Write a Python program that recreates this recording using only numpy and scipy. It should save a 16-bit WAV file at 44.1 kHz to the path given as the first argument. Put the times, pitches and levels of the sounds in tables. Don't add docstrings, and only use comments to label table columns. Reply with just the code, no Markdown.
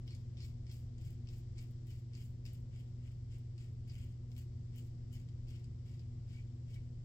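import sys
import numpy as np
from scipy import signal
from scipy.fft import rfft, irfft
from scipy.io import wavfile
from scipy.ndimage import uniform_filter1d

SR = 44100
rng = np.random.default_rng(int(sys.argv[2]) if len(sys.argv) > 2 else 0)


def master_out(mix):
    frames = np.transpose(np.atleast_2d(mix))
    ceiling = np.clip(frames, -1, 1)
    pcm = np.round(ceiling * 32767).astype(np.int16)
    wavfile.write(sys.argv[1], SR, pcm)


def invert_db(x):
    u = np.asarray(x, float) / 20
    return 10 ** u


N = 310464
BITE_RISE_S = 0.014

# freq_hz, width_hz, level_db
SKIN = [(1330, 260, -17), (2250, 360, -2.5), (2620, 250, -2.5), (3087, 470, -1)]
HEAD = [(3600, 890, -4.5), (4296, 490, -2), (4594, 570, -0.5), (5050, 330, -1), (5330, 660, -3.5)]
BLADE = [(6200, 540, -13), (7460, 700, 4), (7350, 570, -3.5), (8300, 1000, -6.5)]
FIZZ = [(9500, 5100, -6), (11930, 1400, -6), (15400, 2500, -4.5)]


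def unit(x):
    return x / np.sqrt(np.mean(x ** 2))


def colour(x, points):
    hz, db = np.transpose(points)
    bins_hz = np.maximum(np.arange(N // 2 + 1) * SR / N, 1)
    gain_db = np.interp(np.log(bins_hz), np.log(hz), db)
    return irfft(rfft(x) * invert_db(gain_db), N)


def lag(x, samples):
    turns = np.arange(N // 2 + 1) / N * samples
    return irfft(rfft(x) * np.exp(-2j * np.pi * turns), N)


def ring(x, modes):
    out = 0
    for k, (hz, width_hz, db) in enumerate(modes):
        radius = np.exp(-np.pi * width_hz / SR)
        angle = 2 * np.pi * hz / SR
        b = [0, radius * np.sin(angle)]
        a = [1, -2 * radius * np.cos(angle), radius ** 2]
        out = out + (-1) ** k * invert_db(db) * np.sqrt(width_hz) * signal.lfilter(b, a, x)
    return out


def walk(rate_hz):
    hold = int(SR / rate_hz)
    steps = np.repeat(rng.standard_normal(N // hold + 1), hold)
    return unit(uniform_filter1d(uniform_filter1d(steps, hold), hold)[:N])


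def clicks(per_s, spread_db):
    there = rng.random(N) < per_s / SR
    size = np.minimum(rng.exponential(size=N), 3.8)
    sign = rng.choice([-1., 1.], N)
    return there * sign * invert_db(spread_db * size)


def ticks(s, peak_db, modes):
    tick = np.zeros(N)
    tick[(s * SR).astype(int)] = invert_db(peak_db)
    rattle_s = 0.0012
    fading = signal.lfilter([0, 1], [1, -np.exp(-1 / (rattle_s * SR))], tick)
    tick = tick + 0.11 * fading * rng.standard_normal(N)
    peak = np.max(np.abs(ring(signal.unit_impulse(512), modes)))
    return ring(tick, modes) / peak


def air():
    # freq_hz, level_db
    rumble_points = [(12, -42), (20, -6), (54, -7), (102, -4), (123, -9.5), (146, -10), (167, -18),
                     (189, -26.5), (244, -18.5), (290, -31), (356, -26), (401, -35.5), (444, -30.5),
                     (574, -37.5), (1200, -60.5), (1560, -67), (2640, -120)]
    hiss_points = [(410, -28), (700, 1.5), (860, -9), (990, -6), (1440, -9), (1710, -10.5), (1970, -6),
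                   (2530, -11), (3110, -8.5), (4150, -10.5), (4750, -6), (5500, -6.5), (6700, -12.5),
                   (7500, -7.5), (8300, -16.5), (8900, -29), (10000, -40.5), (15500, -30.5)]
    # freq_hz, width_hz, level_db
    booms = [(79.36, 3.2, -60.5), (154.8, 38, -64), (243.8, 3, -72.5), (335.8, 22, -74)]
    mid, side = (colour(rng.standard_normal(N), rumble_points) for _ in range(2))
    side = colour(side, [(30, -13.5), (120, -19.5), (300, -6.5), (700, -6.0), (1200, 2.0)])
    rumble_db, sway_db = -51, 0.6
    scale = invert_db(rumble_db + sway_db * walk(3.02)) / np.std(mid)
    mid, side = scale * mid, scale * side
    for hz, width_hz, db in booms:
        peak = [(hz - 3 * width_hz, -120), (hz - width_hz / 2, 0),
                (hz + width_hz / 2, 0), (hz + 3 * width_hz, -120)]
        boom = unit(colour(rng.standard_normal(N), peak))
        mid = mid + invert_db(db + 1.34 * walk(3.91)) * boom
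    mid = colour(mid, [(95, 0.5), (110, -9), (135, -0.5)])
    hiss = np.array([unit(colour(rng.standard_normal(N), hiss_points)) for _ in range(2)])
    hiss_db = -73.5 + 0.5 * walk(2.2)
    return np.array([mid + side, lag(mid, 2.0) - side]) + hiss * invert_db(hiss_db)


def hum():
    # freq_hz, level_db (rms), unsteadiness_db, left_minus_right_db
    tones = [(98.3, -54.6, .6, .3), (120.0, -47.7, .25, .3), (240.1, -66.5, .9, .5),
             (360.0, -76.5, .9, 1.6), (436.1, -87, 1.4, 2.4), (960.3, -101, 1.5, -11)]
    late_samples = np.array([[0], [6.5]])
    t = (np.arange(N) - late_samples) / SR
    out = 0
    for hz, db, wobble_db, pan_db in tones:
        level = np.sqrt(2) * invert_db(db + wobble_db * walk(2.3))
        tone = level * np.sin(2 * np.pi * (hz * t + rng.random()))
        out = out + tone * invert_db(np.array([[pan_db], [-pan_db]]) / 2)
    return out


def bathroom(x, t60_s, wet_db):
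    t = np.arange(int(.4 * SR)) / SR
    echoes = rng.standard_normal((2, len(t))) * invert_db(-60 * t / t60_s) * (t > .002)
    echoes = echoes / np.sqrt(np.sum(echoes ** 2, axis=1, keepdims=True))
    return invert_db(wet_db) * signal.fftconvolve(x[None], echoes, axes=1)[:, :N]


def singing():
    # start_s, length_s, pitch_hz, level_db (rms)
    notes_sung = [(0.123, 0.033, 2300, -76.5), (0.075, .07, 4310, -77), (0.395, 0.055, 4320, -76),
                  (0.426, 0.0378, 2230, -78), (1.567, 0.034, 2250, -73), (1.57, 0.03, 4640, -77),
                  (1.886, .04, 3000, -81), (2.752, 0.048, 5050, -88), (3.879, 0.047, 4770, -77),
                  (4.375, 0.042, 4560, -84), (4.756, 0.045, 3000, -76.5), (5.112, 0.052, 3036, -77),
                  (5.137, 0.03, 5330, -79.5), (6.325, 0.04, 2270, -77), (6.364, 0.044, 2270, -73),
                  (6.74, 0.048, 2236, -75.5)]
    out = np.zeros(N)
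    for start_s, length_s, hz, db in notes_sung:
        tone = ring(rng.standard_normal(8192), [(hz, 30, 0)])[-int(length_s * SR):]
        tone = unit(tone * np.sqrt(np.hanning(len(tone))))
        first = int(start_s * SR)
        out[first:first + len(tone)] += invert_db(db) * tone
    return out


def snaps():
    # time_s, peak_db, low_part_db, blade_part_db
    hairs = [(0.0782, -47.5, -11, -29), (0.1074, -52, -16, -15), (0.1494, -53.5, -17, -6.5),
             (0.3702, -52.5, -13.5, -27), (0.386, -54, -15, -26), (0.4044, -46, -29, -26),
             (0.667, -53.5, -7.5, -22), (0.699, -52.5, -8, -16), (0.982, -56.5, -11, -15),
             (1.272, -50.5, -10, -27), (1.288, -46.5, -17, -24), (1.5815, -48, -16, -14),
             (1.5885, -50.5, -14, -11), (2.134, -50.5, -13, -21), (2.151, -46, -19, -17),
             (2.2226, -54.5, -11, -14), (2.4536, -42.5, -16, -27), (2.4636, -43.5, -15.5, -25),
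             (3.5793, -53.5, -9, -15.5), (3.8975, -49, -14, -25), (3.954, -55, -5.5, -13.5),
             (4.3168, -53.5, -9, -16), (4.3645, -50.5, -10, -20), (4.3789, -53.5, -6, -11.5),
             (4.779, -60, -17, -16), (5.1286, -61, -14, -5), (5.2874, -57, -8, -15),
             (5.643, -52.5, -15, -14), (5.994, -52, -22, -23), (6.743, -50.5, -20, -17)]
    # time_s, peak_db
    pops = [(0.4564, -67), (0.724, -60), (1.0755, -66), (1.1068, -61), (1.383, -63), (1.6087, -62),
            (1.6267, -60.5), (1.71, -65), (1.8692, -65), (1.935, -67), (2.241, -62), (2.5329, -58),
            (2.795, -73), (3.385, -67), (3.7309, -75), (3.9539, -65), (4.0422, -65), (4.3645, -63),
            (4.38, -57.5), (4.76, -58), (4.7805, -62), (4.8683, -69), (5.1282, -63), (5.4854, -70),
            (6.855, -77), (0.0737, -69), (2.4526, -62), (3.8801, -66.5), (6.7435, -64)]
    s, peak_db, low_db, blade_db = np.transpose(hairs)
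    out = ticks(s, peak_db + low_db + 1.5, SKIN)
    out = out + ticks(s, peak_db - 4.5, HEAD)
    out = out + ticks(s, peak_db + blade_db + 7.5, BLADE)
    s, peak_db = np.transpose(pops)
    return out + ticks(s, peak_db + 9.5, FIZZ)


def swell(s, length_s, peak_share, start_db, end_db):
    lift_s = 0.08
    peak_s = np.clip(peak_share, .02, .98) * length_s
    times_s = [-BITE_RISE_S, 0, peak_s, length_s, length_s + lift_s]
    db = np.interp(s, times_s, [-30, start_db, 0, end_db, -30])
    return invert_db(db) * (s > -BITE_RISE_S) * (s < length_s + lift_s)


def around(start_s):
    return slice(int((start_s - .05) * SR), int((start_s + .4) * SR))


def pressure():
    # start_s, length_s, bite_db, sweep_db, head_ring_db (above the skin)
    stroke_list = [(0.064, 0.12, -79, -74.5, 4.5), (0.377, 0.11, -77, -71.5, 4),
                   (0.668, 0.14, -79, -75, 2.5), (0.98, 0.1726, -84, -75, -2.5),
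                   (1.272, 0.12, -81, -74.5, -1), (1.561, 0.112, -72, -75, -3),
                   (1.862, 0.13, -76.5, -74.5, -2), (2.132, 0.14, -76, -73.5, -3),
                   (2.445, 0.14, -67, -78, -3), (2.718, 0.13, -77, -73.5, -7), (3.009, 0.12, -84, -78, -11),
                   (3.3, 0.11, -74.5, -73, -6), (3.578, 0.108, -70.5, -75, -9),
                   (3.873, 0.25, -71, -73.5, -7), (4.358, 0.095, -80, -74.5, -4.5),
                   (4.727, 0.15, -74, -77.5, -5), (5.116, 0.098, -86, -71.5, -3.5),
                   (5.471, 0.15, -72.5, -73, -2), (5.846, 0.19, -74.5, -77.5, -3),
                   (6.274, 0.15, -84, -72, -3.5), (6.68, 0.13, -88, -73, -4.5)]
    # start_s, length_s, fizz_db, peak_share (of the length)
    lather = [(.072, 0.15, -84, .6), (0.421, 0.058, -72.5, 0.71), (0.717, 0.089, -71, .2),
              (1.005, .12, -76.5, 0.38), (1.288, 0.1, -77, 0.8), (1.573, 0.12, -79.5, 0.3),
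              (1.865, 0.13, -76.5, 0.16), (2.16, .13, -77, .6), (2.447, .14, -77.5, 0.084),
              (2.748, 0.11, -85, .5), (3.04, .13, -90.5, .5), (3.31, 0.11, -88, .6), (3.58, .11, -84.5, .5),
              (3.882, 0.23, -81.5, 0.25), (4.3, 0.046, -82, .4), (4.355, 0.08, -73.5, .2),
              (4.75, 0.12, -76, .2), (5.118, 0.071, -73.5, .15), (5.48, .12, -81, .3),
              (5.85, .16, -87, .15), (6.268, .15, -85, 0.55), (6.696, 0.092, -82, 0.32)]
    bite_parts = invert_db([-0.5, -1, -5.5])
    bite_fade_db_per_s, sweep_blade_db = 149.5, -6.5
    foam_parts = invert_db([0.5, 0])
    t, power = np.arange(N) / SR, np.zeros((4, N))
    for start_s, length_s, bite_db, sweep_db, head_db in stroke_list:
        span = around(start_s)
        s = t[span] - start_s
        bite = np.clip(s / BITE_RISE_S, 0, 1) * invert_db(bite_db - bite_fade_db_per_s * s) * (s < length_s)
        sweep = invert_db(sweep_db) * swell(s, length_s, 0.48, -8.5, -11)
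        power[:3, span] += np.outer(bite_parts, bite) ** 2
        power[:3, span] += np.outer(invert_db([0, head_db, sweep_blade_db]), sweep) ** 2
    for start_s, length_s, fizz_db, peak_share in lather:
        span = around(start_s)
        foam = invert_db(fizz_db) * swell(t[span] - start_s, length_s, peak_share, -8, -9)
        power[2:, span] += np.outer(foam_parts, foam) ** 2
    return np.sqrt(power)


def strokes():
    stubble = unit(clicks(600, 3.2) * invert_db(2.9 * walk(90)))
    parts = [(SKIN, 1265, 0.59), (HEAD, 1900, 0.63), (BLADE, 2680, 0.64), (FIZZ, 2650, 0.72)]
    out = 0
    for gain, (modes, own_per_s, shared) in zip(pressure(), parts):
        own = unit(clicks(own_per_s, 1.3) * invert_db(1.4 * walk(60)))
        out = out + gain * unit(ring(shared * stubble + (1 - shared) * own, modes))
    return out


def scene():
    # freq_hz, level_db
    reach = [(1000, -7), (1900, -0.5), (8200, 0), (9600, -3), (11500, -0.3)]
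    # freq_hz, level_db
    far_port = [(200, -1), (700, -5.5), (2500, -6.5), (4000, -3), (5400, -5.5), (6000, -15.5), (7200, -9.5),
                (8500, -17), (10000, -5.5), (15000, -11.5)]
    razor = invert_db(7.0) * colour(strokes() + snaps() + singing(), reach)
    direct = np.array([invert_db(-3.0) * razor, invert_db(-3.5) * lag(razor, 6.97)])
    early = bathroom(razor, 0.097, np.array([[-5.5], [-2.5]]))
    tail = bathroom(razor, 0.3, -17.5)
    near, far = direct + early + tail + air()
    return np.array([near, colour(far, far_port)]) + hum()


def band_limit(x):
    return signal.sosfilt(signal.butter(12, 16250, fs=SR, output="sos"), x)


def record(dry):
    self_noise_db, top_hz = -95, 15760
    capsules = dry + invert_db(self_noise_db) * rng.standard_normal(dry.shape)
    top_cut = signal.ellip(7, .1, 40, top_hz, fs=SR, output="sos")
    return band_limit(signal.sosfiltfilt(top_cut, capsules))


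dry = scene()
out = record(dry)
master_out(out)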